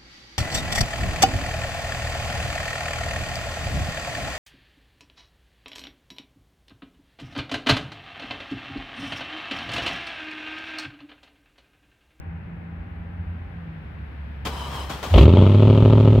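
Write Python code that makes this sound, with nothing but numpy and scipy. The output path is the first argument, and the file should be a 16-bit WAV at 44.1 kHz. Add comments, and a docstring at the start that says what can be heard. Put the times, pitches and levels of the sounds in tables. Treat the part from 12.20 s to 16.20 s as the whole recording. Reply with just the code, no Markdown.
"""A truck's V8 starts from cold outdoors at night, while another engine drones far off.
The starter clacks in and whines against the compression; the engine catches with a few hard bangs
and runs up to a fast idle. Every firing rings the tailpipe, thumps and puffs out gas, and the
eight unequal cylinders give the exhaust a loping beat. Low rumble and faint hiss lie behind it."""
import sys
import numpy as np
from scipy import signal
from scipy.fft import rfft, irfft
from scipy.io import wavfile

SR = 44100
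rng = np.random.default_rng(int(sys.argv[2]) if len(sys.argv) > 2 else 0)


def wav_record(signal):
    """Record a signal, one row per channel, as 16-bit PCM in the file named by sys.argv[1]."""
    frames = np.transpose(np.atleast_2d(signal))
    bounded = np.clip(frames, -1, 1)
    # unit amplitude maps onto the largest positive 16-bit level
    quanta = np.round(bounded * 32767).astype(np.int16)
    wavfile.write(sys.argv[1], SR, quanta)


N = 176400
TIME, FREQS = np.arange(N) / SR, np.fft.rfftfreq(N, 1 / SR)

# Colour of rushing exhaust gas. Each row: frequency in Hz, relative level in dB.
GAS_SPECTRUM = [(100, 8.5), (350, 9), (600, 7.5), (760, 1), (900, 5.5), (1300, -1), (1600, -17),
                (2300, -5.5), (3200, -2), (4300, -13), (5300, -27.5), (6600, -29), (8500, -39.5),
                (10000, -46), (16000, -44.5)]
# Stereo image of the gas and of the night air. Each row: frequency in Hz, left-right likeness 0-1.
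GAS_LIKENESS = [(800, 0.89), (1900, .8), (4400, 0.4)]
AIR_LIKENESS = [(100, .99), (330, 0.6), (800, 0)]


def amp(db):
    """Decibels to gain."""
    return 10 ** (np.asarray(db) / 20)


def unit(x):
    """Scales to rms 1."""
    return x / np.sqrt(np.mean(x ** 2) + 1e-20)


def read(points, hz):
    """Reads a spectrum on a log-frequency axis."""
    f, value = np.transpose(points)
    return np.interp(np.log(hz + 1), np.log(f + 1), value)


def curves(table, at=TIME):
    """Turns each column of a time table into an automation curve."""
    seconds, *columns = np.transpose(table)
    return [np.interp(at, seconds, column) for column in columns]


def wander(rate_hz):
    """Smooth random drift of rms 1."""
    return unit(irfft(rfft(rng.standard_normal(N)) * np.exp(-(FREQS / rate_hz) ** 2), N))


def noise(spectrum, likeness):
    """Coloured stereo noise of rms 1."""
    left, other = rfft(rng.standard_normal((2, N)))
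    same = np.clip(read(likeness, FREQS), 0, 1)
    right = same * left + np.sqrt(1 - same ** 2) * other
    return unit(irfft(np.array([left, right]) * amp(read(spectrum, FREQS)), N))


def clicks(times, gains):
    """A train of impulses."""
    samples = np.clip(np.round(np.asarray(times) * SR).astype(int), 0, N)
    return np.bincount(samples, gains, N + 1)[:N]


def burst(start, hold, decay, rise_s):
    """Envelope with attack, hold and exponential release."""
    return np.clip((TIME - start) / rise_s, 0, 1) * np.exp(-np.maximum(TIME - start - hold, 0) / decay)


def far_engine(waver_db=2):
    """A distant engine drones on two wavering harmonics and drops in pitch."""
    # Each row: time in seconds, pitch in Hz, fundamental in dB, octave in dB.
    drone = [(0, 79.93, -39.5, -44.5), (.3, 84, -42.5, -39.5), (.65, 85.14, -38.5, -43.5),
             (1.36, 85.2, -37.5, -42.5), (1.55, 80.23, -49, -40.5), (1.72, 72, -43.5, -57),
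             (2, 70, -33.5, -58), (2.5, 69, -34.5, -45), (2.9, 69, -42.5, -48), (4, 66, -42.5, -54)]
    hz, low_db, octave_db = curves(drone)
    phase = 2 * np.pi * np.cumsum(hz) / SR
    fundamental = amp(low_db + waver_db * wander(rate_hz=9.9)) * np.sin(phase)
    octave = amp(octave_db + waver_db * wander(rate_hz=7.2)) * np.sin(2 * phase)
    return np.sqrt(2) * (fundamental + octave)


def night_rumble(level_db=-38):
    """The night air lays a steady bed of low noise."""
    # Each row: frequency in Hz, relative level in dB.
    rumble_spectrum = [(20, -26), (40, -10.5), (60, -3), (100, -4), (126, -13.5), (169, -10), (260, -19),
                       (380, -25.5), (620, -28), (800, -27), (1170, -31.5), (1600, -28.5), (2600, -36.5),
                       (4800, -73.5)]
    return amp(level_db) * noise(rumble_spectrum, AIR_LIKENESS)


def far_air(whine_hz=793, hiss_start_db=-63.5, swell_db_per_s=4, swell_s=2.2):
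    """A faint hiss swells in the distance, with a thin wavering whine."""
    # Each row: time in seconds, whine level in dB.
    whine_levels = [(0, -64), (.12, -52.5), (.3, -82), (.6, -55.5), (1.05, -61), (1.4, -67), (2, -72)]
    # Each row: frequency in Hz, relative level in dB.
    hiss_spectrum = [(300, -11), (900, -8), (1700, 2.5), (2600, -2.5), (3600, -8.5), (5000, -20.5),
                     (7000, -37.5), (15000, -30.5)]
    whine_db = curves(whine_levels)[0] + 2.1 * wander(rate_hz=24)
    hz = whine_hz + 6 * wander(rate_hz=12)
    whine = amp(whine_db) * np.sin(2 * np.pi * np.cumsum(hz) / SR)
    hiss_db = hiss_start_db + swell_db_per_s * np.minimum(TIME, swell_s)
    return whine + amp(hiss_db) * noise(hiss_spectrum, AIR_LIKENESS)


def starter(grit_db=0.5):
    """Gears whine and grind, slowing at each compression; the pinion and housing clack."""
    # Each row: time in seconds, gear mesh rate in Hz, whine in dB, grind in dB.
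    cranking = [(2.25, 1030, -48, -38), (2.265, 1039, -48, -32), (2.31, 1056, -44, -38.5),
                (2.35, 989, -38, -38.5), (2.385, 1040, -39, -37), (2.458, 997, -36.5, -38.5),
                (2.508, 1075, -44, -38), (2.548, 1080, -37, -34.5), (2.608, 1001, -37, -37),
                (2.68, 1056, -48, -42), (2.74, 1100, -37.5, -40), (2.81, 1040, -64, -40),
                (2.87, 1040, -46, -39), (2.92, 1060, -61.5, -34.5), (3.02, 1090, -54, -33),
                (3.08, 1080, -82, -47.5)]
    # Each row: multiple of the mesh rate, bandwidth in Hz, relative level in dB.
    partials = [(.93, 190, 0), (1.13, 240, -5), (3, 380, -4), (3.9, 250, -13), (5, 250, -14),
                (7.9, 280, -20), (10.9, 400, -20)]
    # Each row: start in seconds, level in dB, hold in seconds, decay in seconds.
    clacks = [(2.251, -28, 0.021, 0.017), (2.694, -30.5, 0.015, 0.043), (2.827, -30, 0.019, 0.04)]
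    # Colour of the rattling housing. Each row: frequency in Hz, relative level in dB.
    housing = [(40, -23.5), (150, 4), (280, -0.5), (420, -0.5), (700, 1), (1100, 0), (1900, -9), (3200, -7),
               (4500, -13), (7000, -19.5), (9500, -26), (11500, -25), (15500, -27)]
    # Each row: frequency in Hz, left-right likeness 0-1.
    housing_likeness = [(100, 0.96), (800, 0.81), (1900, 0.48), (4400, 0.19)]
    mesh_hz, whine_db, grind_db = curves(cranking)
    phase = 2 * np.pi * np.cumsum(mesh_hz) / SR

    def gear_tone():
        """Narrow bands of noise ride on the mesh rate."""
        bands = (amp(db) * (wander(width / 2) * np.cos(k * phase) + wander(width / 2) * np.sin(k * phase))
                 for k, width, db in partials)
        return unit(sum(bands))

    centre, sides = gear_tone(), np.array([gear_tone(), gear_tone()])
    whine = amp(whine_db) * unit(centre + .7 * sides)
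    knocks = sum(amp(db) * burst(start, hold, decay, rise_s=.003) for start, db, hold, decay in clacks)
    grit = unit(amp(grit_db * wander(rate_hz=120)))
    rattle = np.hypot(amp(grind_db), knocks) * grit * noise(housing, housing_likeness)
    engaged = TIME > cranking[0][0]
    return engaged * (whine + rattle)


def gas_surge(start_s=2.905, length_s=.09, hz=84, level_db=-8):
    """The first heavy swing of gas in the pipe gives one deep whump."""
    swell = np.sin(np.pi * np.clip((TIME - start_s) / length_s, 0, 1))
    return amp(level_db) * swell * np.sin(2 * np.pi * hz * (TIME - start_s))


def tailpipe(pulses, size=8192):
    """Pressure pulses ring the exhaust pipe, a minimum-phase resonator."""
    # Each row: frequency in Hz, gain in dB.
    response = [(25, -3), (50, 13.5), (110, 40.5), (180, 28), (260, 29.5), (310, 24), (390, 29.5),
                (470, 22), (600, 23), (760, 3), (860, 13), (1130, 4), (1280, 7.5), (1600, -20.5),
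                (3000, -4.5), (4500, -20), (6000, -40), (10000, -62.5)]
    log_gain = np.log(amp(read(response, abs(np.fft.fftfreq(size, 1 / SR)))))
    ring = np.fft.ifft(np.exp(np.conj(signal.hilbert(log_gain)))).real[:size // 2]
    return signal.oaconvolve(pulses, ring)[:N]


def first_ignitions():
    """Hard bangs crack through the pipe and ring the muffler shell, each with a burst of gas."""
    # Each row: start in seconds, crack in dB, gas burst in dB, burst decay in seconds.
    bangs = [(2.934, -21.5, -32, 0.0076), (2.939, -12, -12.5, 0.0089), (2.961, -1.5, -18, 0.0044),
             (2.981, -0.5, -9, 0.0096), (3.011, 0, -14, 0.0055), (3.031, -1.5, -14, 0.004),
             (3.055, -0.5, -10, 0.0022), (3.08, 3.5, -16.5, 0.0026), (3.094, -10, -19.5, 0.0033),
             (3.137, 0, -15, 0.0024), (3.171, -1.5, -14.5, 0.0022), (3.19, -3, -21.5, 0.0017),
             (3.223, -7, -18.5, 0.003)]
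    # Each row: frequency in Hz, level in dB, decay in seconds.
    muffler_modes = [(338, -33, 0.019), (399, -29, 0.024)]
    starts, crack_db, _, _ = np.transpose(bangs)
    cracks = clicks(starts, amp(crack_db))
    shell = sum(amp(db) * np.exp(-TIME / decay) * np.sin(2 * np.pi * hz * TIME)
                for hz, db, decay in muffler_modes)
    muffler = signal.fftconvolve(cracks, shell)[:N]
    gas = sum(amp(db) * burst(start, 0, decay, rise_s=.0014) for start, _, db, decay in bangs)
    return tailpipe(cracks) + muffler + gas * noise(GAS_SPECTRUM, GAS_LIKENESS)


def thump(pulses, gain_db=38, band_hz=(46, 163), top_hz=2200):
    """The bass of each exhaust pulse lands as a dull thud."""
    band = signal.butter(2, band_hz, "band", fs=SR, output="sos")
    top_cut = signal.butter(2, top_hz, fs=SR, output="sos")
    return amp(gain_db) * signal.sosfilt(top_cut, signal.sosfilt(band, pulses))


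def gas_hiss(pulses, flow, gain_db=-23.5, rise_s=.0009, decay_s=.0035):
    """Gas leaves the pipe in a short puff at each pulse, on top of a continuous flow."""
    puffs = signal.lfilter([1], [1, -np.exp(-1 / (decay_s * SR))], pulses)
    soften = signal.windows.hann(2 * round(rise_s * SR) + 1)
    puffs = signal.oaconvolve(puffs, soften / soften.sum(), "same")
    return amp(gain_db) * (puffs + flow) * noise(GAS_SPECTRUM, GAS_LIKENESS)


def exhaust(catch_s=2.94, first_cylinder=6, scatter_db=1.96, boom_trim_db=-10, flow_share=.22):
    """Each firing gives a bark, a low thump and a puff of hiss, over a boom at the firing rate."""
    # Each row: time in seconds, firings per second.
    run_up = [(2.94, 45.1), (2.98, 56), (3.04, 72.1), (3.11, 86.6), (3.2, 94.8), (3.32, 100), (3.45, 104.9),
              (3.6, 106.4), (3.8, 107.05), (4, 106.15)]
    # The cylinders in firing order, at full unevenness. 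Each row: bark delay in firings,
    # bark trim in dB, thump delay in firings, thump trim in dB, hiss trim in dB.
    cylinders = [(-.11, -1.5, -.08, -1.7, 2), (-.32, 4, -.36, -4.9, -7), (-.14, -16, .06, -7.8, -13),
                 (-.13, 1, -.14, -5.7, -3), (-.35, -8.2, -.17, -4.7, -9), (.01, -8, .03, -.4, 0),
                 (-.25, 0, -.28, -2.6, -14), (-.09, -8.4, -.22, -2.4, -8)]
    # How hard the engine works. Each row: time in seconds, pulse trim in dB, boom trim in dB,
    # boom delay in firings, hiss trim in dB, unevenness of the cylinders 0-1.
    effort = [(2.93, -5, 2, 0.16, 8, 0.4), (3, 1, 7, 0.14, 10, 0.5), (3.08, 1, 3, 0.2, 0.5, .6),
              (3.2, 1.5, -6, 0.28, 2.5, .5), (3.36, -3, 0.5, .29, 0, 0.7),
              (3.52, -1, -4.5, 0.38, -0.5, 0.92), (4, -2, -6, 0.33, -4.5, 0.94)]
    count = first_cylinder + np.cumsum(curves(run_up)[0] * (TIME > catch_s)) / SR
    firings = np.arange(first_cylinder + 1, int(count[-1]) + 1)

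    def when(delay):
        """Times of the firings in seconds, shifted by a fraction of a firing."""
        return np.interp(firings + delay, count, TIME)

    push_db, _, _, gas_db, unevenness = curves(effort, when(0))
    push_db += scatter_db * rng.standard_normal(len(firings))
    # The lope: unevenness sets how far each cylinder strays from the average.
    traits = np.array(cylinders)[firings % len(cylinders)].T
    average = traits.mean(axis=1, keepdims=True)
    bark_delay, bark_db, thump_delay, thump_db, puff_db = average + unevenness * (traits - average)
    barks = tailpipe(clicks(when(bark_delay), amp(push_db + bark_db)))
    thumps = thump(clicks(when(thump_delay), amp(push_db + thump_db)))

    _, boom_db, boom_delay, flow_db, _ = curves(effort)
    running = np.clip((TIME - catch_s) / .01, 0, 1)
    boom = running * amp(boom_trim_db + boom_db) * np.cos(2 * np.pi * (count - boom_delay))
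    puffs = clicks(when(traits[0]), amp(gas_db + puff_db))  # puffs take the full bark delay
    hiss = gas_hiss(puffs, flow=flow_share * running * amp(flow_db))
    return barks - thumps - boom + hiss


def scene():
    """The truck in front of the night ambience; the treble leans to the left."""
    # Each row: frequency in Hz, level of left over right in dB.
    lean = [(140, -.3), (330, .5), (800, 2.8), (1900, 4.5), (4000, 2.2), (8000, 8), (14000, 7)]
    truck = exhaust() + first_ignitions() + gas_surge() + starter()
    ambience = far_engine() + night_rumble() + far_air()
    pan = amp(np.outer([.5, -.5], read(lean, FREQS)))
    return irfft(rfft(truck + ambience) * pan, N)


def record(dry, low_hz=35.2, top_hz=15850):
    """The microphone drops the deepest bass and rounds the loudest peaks; the top treble is cut."""
    low_cut = signal.butter(4, low_hz, "high", fs=SR, output="sos")
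    x = signal.sosfiltfilt(low_cut, dry, padtype=None)
    rounded = x / (1 + x ** 6) ** (1 / 6)
    top_cut = signal.firwin(511, top_hz, window=("kaiser", 9), fs=SR)
    return signal.oaconvolve(rounded, top_cut[None], "same")


dry = scene()
out = record(dry)
wav_record(out)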